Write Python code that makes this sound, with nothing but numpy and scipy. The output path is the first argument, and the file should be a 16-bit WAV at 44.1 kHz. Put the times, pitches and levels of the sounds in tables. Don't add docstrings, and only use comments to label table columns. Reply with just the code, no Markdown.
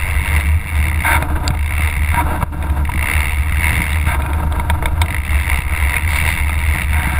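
import sys
import numpy as np
from scipy import signal
from scipy.fft import rfft, irfft
from scipy.io import wavfile
from scipy.ndimage import uniform_filter1d

SR = 44100
rng = np.random.default_rng(int(sys.argv[2]) if len(sys.argv) > 2 else 0)


def put_to_file(sound):
    columns = np.atleast_2d(sound).T
    safe = np.clip(columns, -1, 1)
    whole_steps = np.round(safe * 32767)
    wavfile.write(sys.argv[1], SR, whole_steps.astype(np.int16))


N = 317079
TIME = np.arange(N) / SR


def gain_of(db):
    return 10 ** (np.asarray(db) / 20)


def unit_rms(x):
    return x / np.sqrt(np.mean(x ** 2) + 1e-20)


def struck(sound):
    return 4.5 * sound / np.linalg.norm(sound)


def add(mix, s, sound):
    part = mix[max(round(s * SR), 0):][:len(sound)]
    part += sound[:len(part)]


def level(rows, fade_s=0.015):
    s, db = np.transpose(rows)
    outside = np.maximum(s[0] - TIME, TIME - s[-1])
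    return gain_of(np.interp(TIME, s, db)) * np.clip(1 - outside / fade_s, 0, 1)


def stroke(s, length_s, attack_s, release_s):
    t = np.maximum(TIME - s, 0)
    return np.minimum(t / attack_s, 1) * np.exp(-np.maximum(t - length_s, 0) / release_s)


def wander(hz):
    f = np.fft.rfftfreq(N, 1 / SR)
    return unit_rms(irfft(rfft(rng.standard_normal(N)) * np.exp(-(f / hz) ** 2), N))


def steadied(x, seconds):
    size = max(int(seconds * SR), 8)
    power = uniform_filter1d(uniform_filter1d(x ** 2, size), size)
    return x / np.sqrt(abs(power) + 1e-6 * np.mean(x ** 2))


def gritty(per_s, spread_db, smooth):
    size = gain_of(spread_db * np.minimum(rng.exponential(1, N), 4))
    grains = size * rng.standard_normal(N) * (rng.random(N) < per_s / SR)
    return unit_rms(grains) + smooth * rng.standard_normal(N)


def clatter(hold_s, decay_s, tail_db, tail_s, size=1400):
    t = np.arange(size) / SR
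    flurry = np.exp(-np.maximum(t - hold_s, 0) / decay_s)
    tail = gain_of(tail_db - 20 * t / tail_s)
    return (flurry + tail) * rng.standard_normal(size)


# centre_hz, width_hz, boost_db
CASE_MODES = [(305, 59, 8.5), (469, 37, 7.5), (644, 38, 4.5), (733, 94, 5.5), (949, 174, 11.5),
              (1239, 190, 5), (1598, 103, 3.5), (2198, 430, 13), (2711, 252, 9), (3056, 72, -25),
              (3646, 380, 7.5), (3870, 46, -35), (4780, 740, 2.5)]

def case_response(colour, modes=(), size=4096):
    hz = np.fft.rfftfreq(size, 1 / SR)
    colour_hz, colour_db = np.transpose(colour)
    db = np.interp(np.log(hz + 1), np.log(colour_hz), colour_db)
    for centre, width, boost in [*CASE_MODES, *modes]:
        db += boost * 2 ** -((2 * (hz - centre) / width) ** 2)
    log_gain = np.log(gain_of(np.r_[db, db[-2:0:-1]]))
    minimum_phase = np.exp(np.conj(signal.hilbert(log_gain)))
    response = np.fft.ifft(minimum_phase).real[:size // 2]
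    return response / np.linalg.norm(response)


def through_case(drive, colour, modes=()):
    return signal.oaconvolve(drive, case_response(colour, modes))[:N]


# time_s, teeth_per_s
TOOTH_RATE = [(0, 89.4), (.5, 104), (.68, 102), (.9, 64), (1.6, 72), (1.87, 79.7), (2.13, 70), (2.95, 62),
              (3.1, 78.6), (3.78, 82), (4.05, 70.5), (5.2, 64.2), (5.4, 97), (5.6, 62.4), (5.86, 86),
              (6.08, 71), (6.4, 84.4), (7.19, 78.7)]

def tooth_times(start, end, slip=0.38, spin_up_s=0.13):
    t = np.arange(max(start, 0), end, 1 / SR)
    was_locked = start > SKIDS[0][0]
    spin_up = 1 - was_locked * slip * np.exp((start - t) / spin_up_s)
    rate = np.interp(t, *np.transpose(TOOTH_RATE)) * spin_up
    teeth_passed = np.floor(np.cumsum(rate) / SR)
    return t[np.diff(teeth_passed, prepend=-1) > 0]


# time_s, level_db
COASTS = [
    [(0.0, -25.5), (0.09, -24), (0.22, -26), (0.37, -20.5), (0.44, -27), (0.58, -34.0), (0.76, -27),
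     (0.85, -25.5), (1.05, -27.5)],
    [(1.55, -34.5), (1.73, -27.5), (1.85, -22), (2.0, -28.5), (2.13, -27.0)],
    [(2.85, -34.5), (2.95, -26.5), (3.13, -18.5), (3.44, -30.0), (3.7, -19), (3.88, -25.5), (4.09, -28)],
    [(5.06, -32), (5.14, -23.5), (5.22, -33.0), (5.35, -23), (5.44, -28.5), (5.52, -19.5), (5.65, -30.5),
     (5.74, -24.0), (5.96, -21), (6.03, -29), (6.13, -22), (6.3, -19.5), (6.48, -27), (6.64, -26),
     (6.77, -21.0), (6.87, -29.5), (6.99, -25), (7.19, -29)],
]
# time_s, accent_db
HARD_TEETH = [(.277, 3), (.363, 5.5), (1.005, 4), (3.136, 2), (3.522, 6), (3.643, 2), (3.818, 6.5),
              (5.499, 4), (5.94, 3.5), (6.818, 6)]
# frequency_hz, level_db
PAWL_COLOUR = [(150, -61), (400, -15.5), (900, -13), (1400, -8), (1950, 2.5), (2350, -7.5), (2900, -8.5),
               (3600, -13), (4500, -19), (5500, -26), (6000, -34)]
# centre_hz, width_hz, boost_db
HUB_MODES = [(2280, 260, 2.5), (2650, 200, 3)]

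def freehub(coasting, uneven_db=1.5, jitter_s=0.0004, snap=0.71, surge_db=0.9, trim_db=1):
    times = np.concatenate([tooth_times(rows[0][0], rows[-1][0]) for rows in COASTS])
    late, size = rng.standard_normal((len(times), 2)).T
    times, size_db = times + jitter_s * late, uneven_db * size
    for s, db in HARD_TEETH:
        nearest = np.argmin(abs(times - s))
        times[nearest], size_db[nearest] = s, db
    clicks, pawl = np.zeros(N), case_response(PAWL_COLOUR, HUB_MODES)
    for s, db in zip(times, size_db):
        drop = clatter(hold_s=0.0022, decay_s=0.0012, tail_db=-9.5, tail_s=0.035)
        drop[0] += snap * np.linalg.norm(drop)
        add(clicks, s, gain_of(db) * unit_rms(signal.fftconvolve(drop, pawl)))
    return gain_of(trim_db + surge_db * wander(14)) * steadied(clicks, 0.081) * coasting


# frequency_hz, level_db
TYRE_COLOUR = [(100, -23), (200, -11), (300, -2.5), (420, -7.5), (600, -1), (900, -3.5), (1400, 0.5),
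               (1800, -7.5), (2200, -16), (2900, -16), (3700, -19), (4500, -25), (6000, -43.5)]

def tyre_roll(coasting, floor_db=-35, usual_db=-26, follow=0.91, trim_db=-8):
    swell = gain_of(usual_db) * (coasting / gain_of(usual_db)) ** follow
    rolling = np.hypot(gain_of(floor_db), swell)
    brush = gritty(per_s=1200, spread_db=0.5, smooth=1) * gain_of(1.4 * wander(39))
    return gain_of(trim_db) * unit_rms(through_case(brush, TYRE_COLOUR)) * rolling


# time_s, level_db
SHAKE = [(0.0, -23), (0.2, -18), (0.56, -15), (0.68, -28), (0.76, -16.5), (1.3, -21), (1.95, -18),
         (2.5, -22), (2.9, -17), (2.98, -19.5), (3.1, -29.5), (3.18, -16), (3.5, -19.5), (4.05, -18),
         (4.55, -19.5), (5.2, -18), (5.93, -19), (6.0, -20), (6.7, -18), (7.19, -18.5)]
# start_s, level_db
BUMPS = [(1.224, -10), (1.373, -10), (1.503, -4.5), (2.138, -11), (2.43, -3), (2.892, -22), (4.072, -7),
         (4.824, -13), (5.588, -9)]

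def mount(pitch_hz=75, throb_hz=11, throb_drive=0.57, jolt_hz=115, jolt_s=0.0065, shake_trim_db=1.5):
    turns = np.cumsum(pitch_hz * (1 + 0.03 * wander(10) + 0.058 * wander(45))) / SR
    throbs = np.tanh(np.hypot(wander(throb_hz), wander(throb_hz)) * throb_drive)
    swing = np.sin(2 * np.pi * turns) * throbs * gain_of(2.1 * wander(19))
    out = gain_of(shake_trim_db) * steadied(swing, 0.25) * level(SHAKE)
    t = np.arange(3000) / SR
    jolt = -np.sin(2 * np.pi * jolt_hz * t) * np.exp(-np.square(t / jolt_s))
    for s, db in BUMPS:
        add(out, s, gain_of(db) * jolt)
    return out


# time_s, level_db
WIND_LEVEL = [(0.0, -33), (0.04, -23.5), (0.5, -35), (1.26, -27), (1.96, -29.5), (2.08, -26), (4.35, -31.5),
              (4.62, -21), (4.71, -29), (4.81, -22), (5.04, -28.5), (7.19, -29.5)]
# frequency_hz, level_db
WIND_COLOUR = [(5, -26), (18, -3), (35, -11), (55, -8.5), (80, -16.5), (130, -20), (300, -75.5)]

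def wind(gust_db=1, gust_hz=7, trim_db=4):
    buffet = steadied(through_case(rng.standard_normal(N), WIND_COLOUR), 0.3)
    return gain_of(trim_db + gust_db * wander(gust_hz)) * buffet * level(WIND_LEVEL)


# time_s, level_db
TRAIL_LEVEL = [(0.0, -38), (0.37, -29), (0.6, -35.5), (0.85, -29.5), (1.15, -31), (1.7, -36), (2.35, -27.5),
               (2.55, -31.5), (2.82, -28), (3.45, -35.5), (3.77, -23.5), (3.93, -32), (4.4, -28.5),
               (5.0, -32.5), (5.7, -37.5), (6.3, -30.5), (6.55, -35), (6.85, -28.5), (7.19, -27.5)]
# frequency_hz, level_db
TRAIL_COLOUR = [(50, -30), (95, -1), (160, 0), (200, -5.5), (250, -16.5), (320, -18.5), (400, -29.5),
                (600, -28.5), (1500, -49)]

def trail(trim_db=2):
    drumming = through_case(gritty(per_s=250, spread_db=4, smooth=0.45), TRAIL_COLOUR)
    return gain_of(trim_db) * steadied(drumming, 0.16) * level(TRAIL_LEVEL)


# start_s, length_s, level_db
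BRAKE_PULLS = [(1.036, .13, -15.5), (2.115, 0.095, -21.5), (4.057, 0.092, -22), (6.92, 0.38, -26)]
# frequency_hz, level_db
BRAKE_COLOUR = [(150, -15.5), (450, -15.5), (700, -1), (1050, -3), (1500, 4.5), (2200, -2), (2800, -11),
                (3600, -10.5), (4500, -20), (5500, -31), (6000, -39)]
# centre_hz, width_hz, boost_db
WHEEL_MODES = [(299, 174, 6.5), (599, 82, 6.5), (732, 48, 7.5), (921.1, 91, 5), (1368, 54, 6.5),
               (1570, 120, 5.5)]

def brake_rub(attack_s=0.022, release_s=0.011, trim_db=2):
    braking = sum(gain_of(db) * stroke(s, length, attack_s, release_s) for s, length, db in BRAKE_PULLS)
    grind = gritty(per_s=3000, spread_db=6, smooth=1) * gain_of(0.51 * wander(121.2))
    rub = steadied(through_case(grind, BRAKE_COLOUR, WHEEL_MODES), 0.028)
    return gain_of(trim_db) * rub * braking


# start_s, length_s, level_db, hop_interval_s
SKIDS = [(1.098, 0.44, -25.5, 0.12), (2.191, 0.24, -22.5, 0.13), (2.518, 0.312, -29, 0.1355),
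         (4.14, 0.95, -26, .145)]

def tyre_skids(hop_db=2, fade_db_per_s=4, grip_db=1, grip_hz=20, trim_db=0.5):
    sliding = np.zeros(N)
    for s, length, db, hop_s in SKIDS:
        t = np.maximum(TIME - s, 0)
        bite_db = hop_db * np.cos(2 * np.pi * t / hop_s) - fade_db_per_s * t
        sliding += gain_of(db + bite_db) * stroke(s, length, attack_s=0.0087, release_s=0.032)
    scrub = gritty(per_s=2400, spread_db=1.5, smooth=1) * gain_of(4.5 * wander(24))
    whirr = steadied(through_case(scrub, TYRE_COLOUR, WHEEL_MODES), 0.03)
    return gain_of(trim_db + grip_db * wander(grip_hz)) * whirr * sliding


# start_s, level_db, dull_db, bright_db
CHAIN_SLAPS = [(1.225, -3.5, -12, -26), (1.505, -11, -23, -25), (2.426, -3, -4, -36),
               (2.625, -13, -26, -22), (2.699, -15.5, -14, -19), (2.892, -5.5, 9, -32),
               (3.929, -11.5, -28, -4), (4.22, -11, -31, -22), (4.262, -9, -27, -29),
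               (4.332, -11, -24, -21), (4.523, -10.5, -7, -13), (4.597, -4.5, -10, -26),
               (4.699, 1.5, -9.5, -19), (4.825, -4.5, -5, -35), (4.857, 0.5, -12, -21),
               (5.016, 2, -11.5, -14), (5.965, 1, -41, -30), (6.494, -5, -15, -26)]
# centre_hz, width_hz, boost_db
FRAME_MODES = [(966.7, 120, 10), (1600, 132.3, -5), (2220, 110, 5), (2460, 82, 12), (3630, 410, -3.5)]
# frequency_hz, level_db
DULL_COLOUR = [(100, -46), (400, -3.5), (700, 6.5), (1050, -1), (1400, 5.5), (2200, -11), (5000, -27)]
RING_COLOUR = [(300, -19.5), (1000, -8), (1600, 10.5), (2100, 3), (2450, 0), (2900, -17), (5000, -76)]
BRIGHT_COLOUR = [(600, -41), (2300, -14.5), (3200, 5.5), (3700, 6.5), (4300, -14), (5400, -16.5),
                 (6000, -26)]

def chain_knocks(dull_lift_db=8, ring_db=-3, bright_lift_db=11, trim_db=-1.5):
    out = np.zeros(N)
    responses = [case_response(tone, FRAME_MODES) for tone in (DULL_COLOUR, RING_COLOUR, BRIGHT_COLOUR)]
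    for s, db, dull_db, bright_db in CHAIN_SLAPS:
        blow = clatter(hold_s=0.0007, decay_s=0.0017, tail_db=-25, tail_s=0.03)
        blow[0] += 0.5 * np.linalg.norm(blow)
        parts = np.array([unit_rms(signal.fftconvolve(blow, response)) for response in responses])
        knock = gain_of([dull_db + dull_lift_db, ring_db, bright_db + bright_lift_db]) @ parts
        add(out, s, gain_of(db + trim_db) * struck(knock))
    return out


# frequency_hz, level_db
STONE_COLOUR = [(500, -32), (1500, -8), (2150, -15), (2450, -5), (2900, -8), (3700, -8), (4800, -4),
                (5500, -19), (6000, -9.5)]

def stone(start_s=1.4785, level_db=-1):
    out = np.zeros(N)
    contact = clatter(hold_s=0.00051, decay_s=0.00076, tail_db=-30, tail_s=0.014)
    snap = struck(signal.fftconvolve(contact, case_response(STONE_COLOUR)))
    add(out, start_s, gain_of(level_db) * snap)
    return out


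# centre_s, half_length_s, pitch_hz, peak_db
DISC_SQUEAK = (2.19, .017, 950, -11)

def brake_squeak():
    centre_s, half_length_s, pitch_hz, peak_db = DISC_SQUEAK
    turns = np.cumsum(pitch_hz * (1 + 0.012 * wander(80))) / SR
    envelope = np.exp(-np.square((TIME - centre_s) / half_length_s))
    return gain_of(peak_db) * envelope * np.sin(2 * np.pi * turns)


def lull(start_s=2.438, depth_db=8, attack_s=0.0028, recovery_s=0.08):
    return gain_of(-depth_db * stroke(start_s, 0, attack_s, recovery_s))


# time_s, level_db
GRASS_LEVEL = [(6.08, -32), (6.18, -23), (6.23, -39), (6.29, -25), (6.4, -43)]
# frequency_hz, level_db
GRASS_COLOUR = [(300, -27), (1000, 2.5), (2200, 0.5), (3500, 0.5), (4600, -2), (5400, -16), (6000, -11)]

def grass():
    stalks = gritty(per_s=1400, spread_db=2, smooth=0.63)
    return unit_rms(through_case(stalks, GRASS_COLOUR)) * level(GRASS_LEVEL)


def scene():
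    coasting = sum(level(rows) for rows in COASTS)
    riding = freehub(coasting) + tyre_roll(coasting) + mount() + wind() + trail()
    events = brake_rub() + tyre_skids() + chain_knocks() + stone() + brake_squeak() + grass()
    return ((riding + events) * lull())[None]


def record(dry, hold_hz=12000, cutoff_hz=15600):
    slow = signal.resample_poly(dry, hold_hz, SR, axis=1, window=("kaiser", 6))
    steps = np.repeat(slow, 4, axis=1)
    held = signal.resample_poly(steps, SR, 4 * hold_hz, axis=1)[:, :N]
    low_pass = signal.firwin(255, cutoff_hz, window=("kaiser", 9), fs=SR)
    return signal.oaconvolve(np.clip(held, -1, 1), low_pass[None], "same")


dry = scene()
out = record(dry)
put_to_file(out)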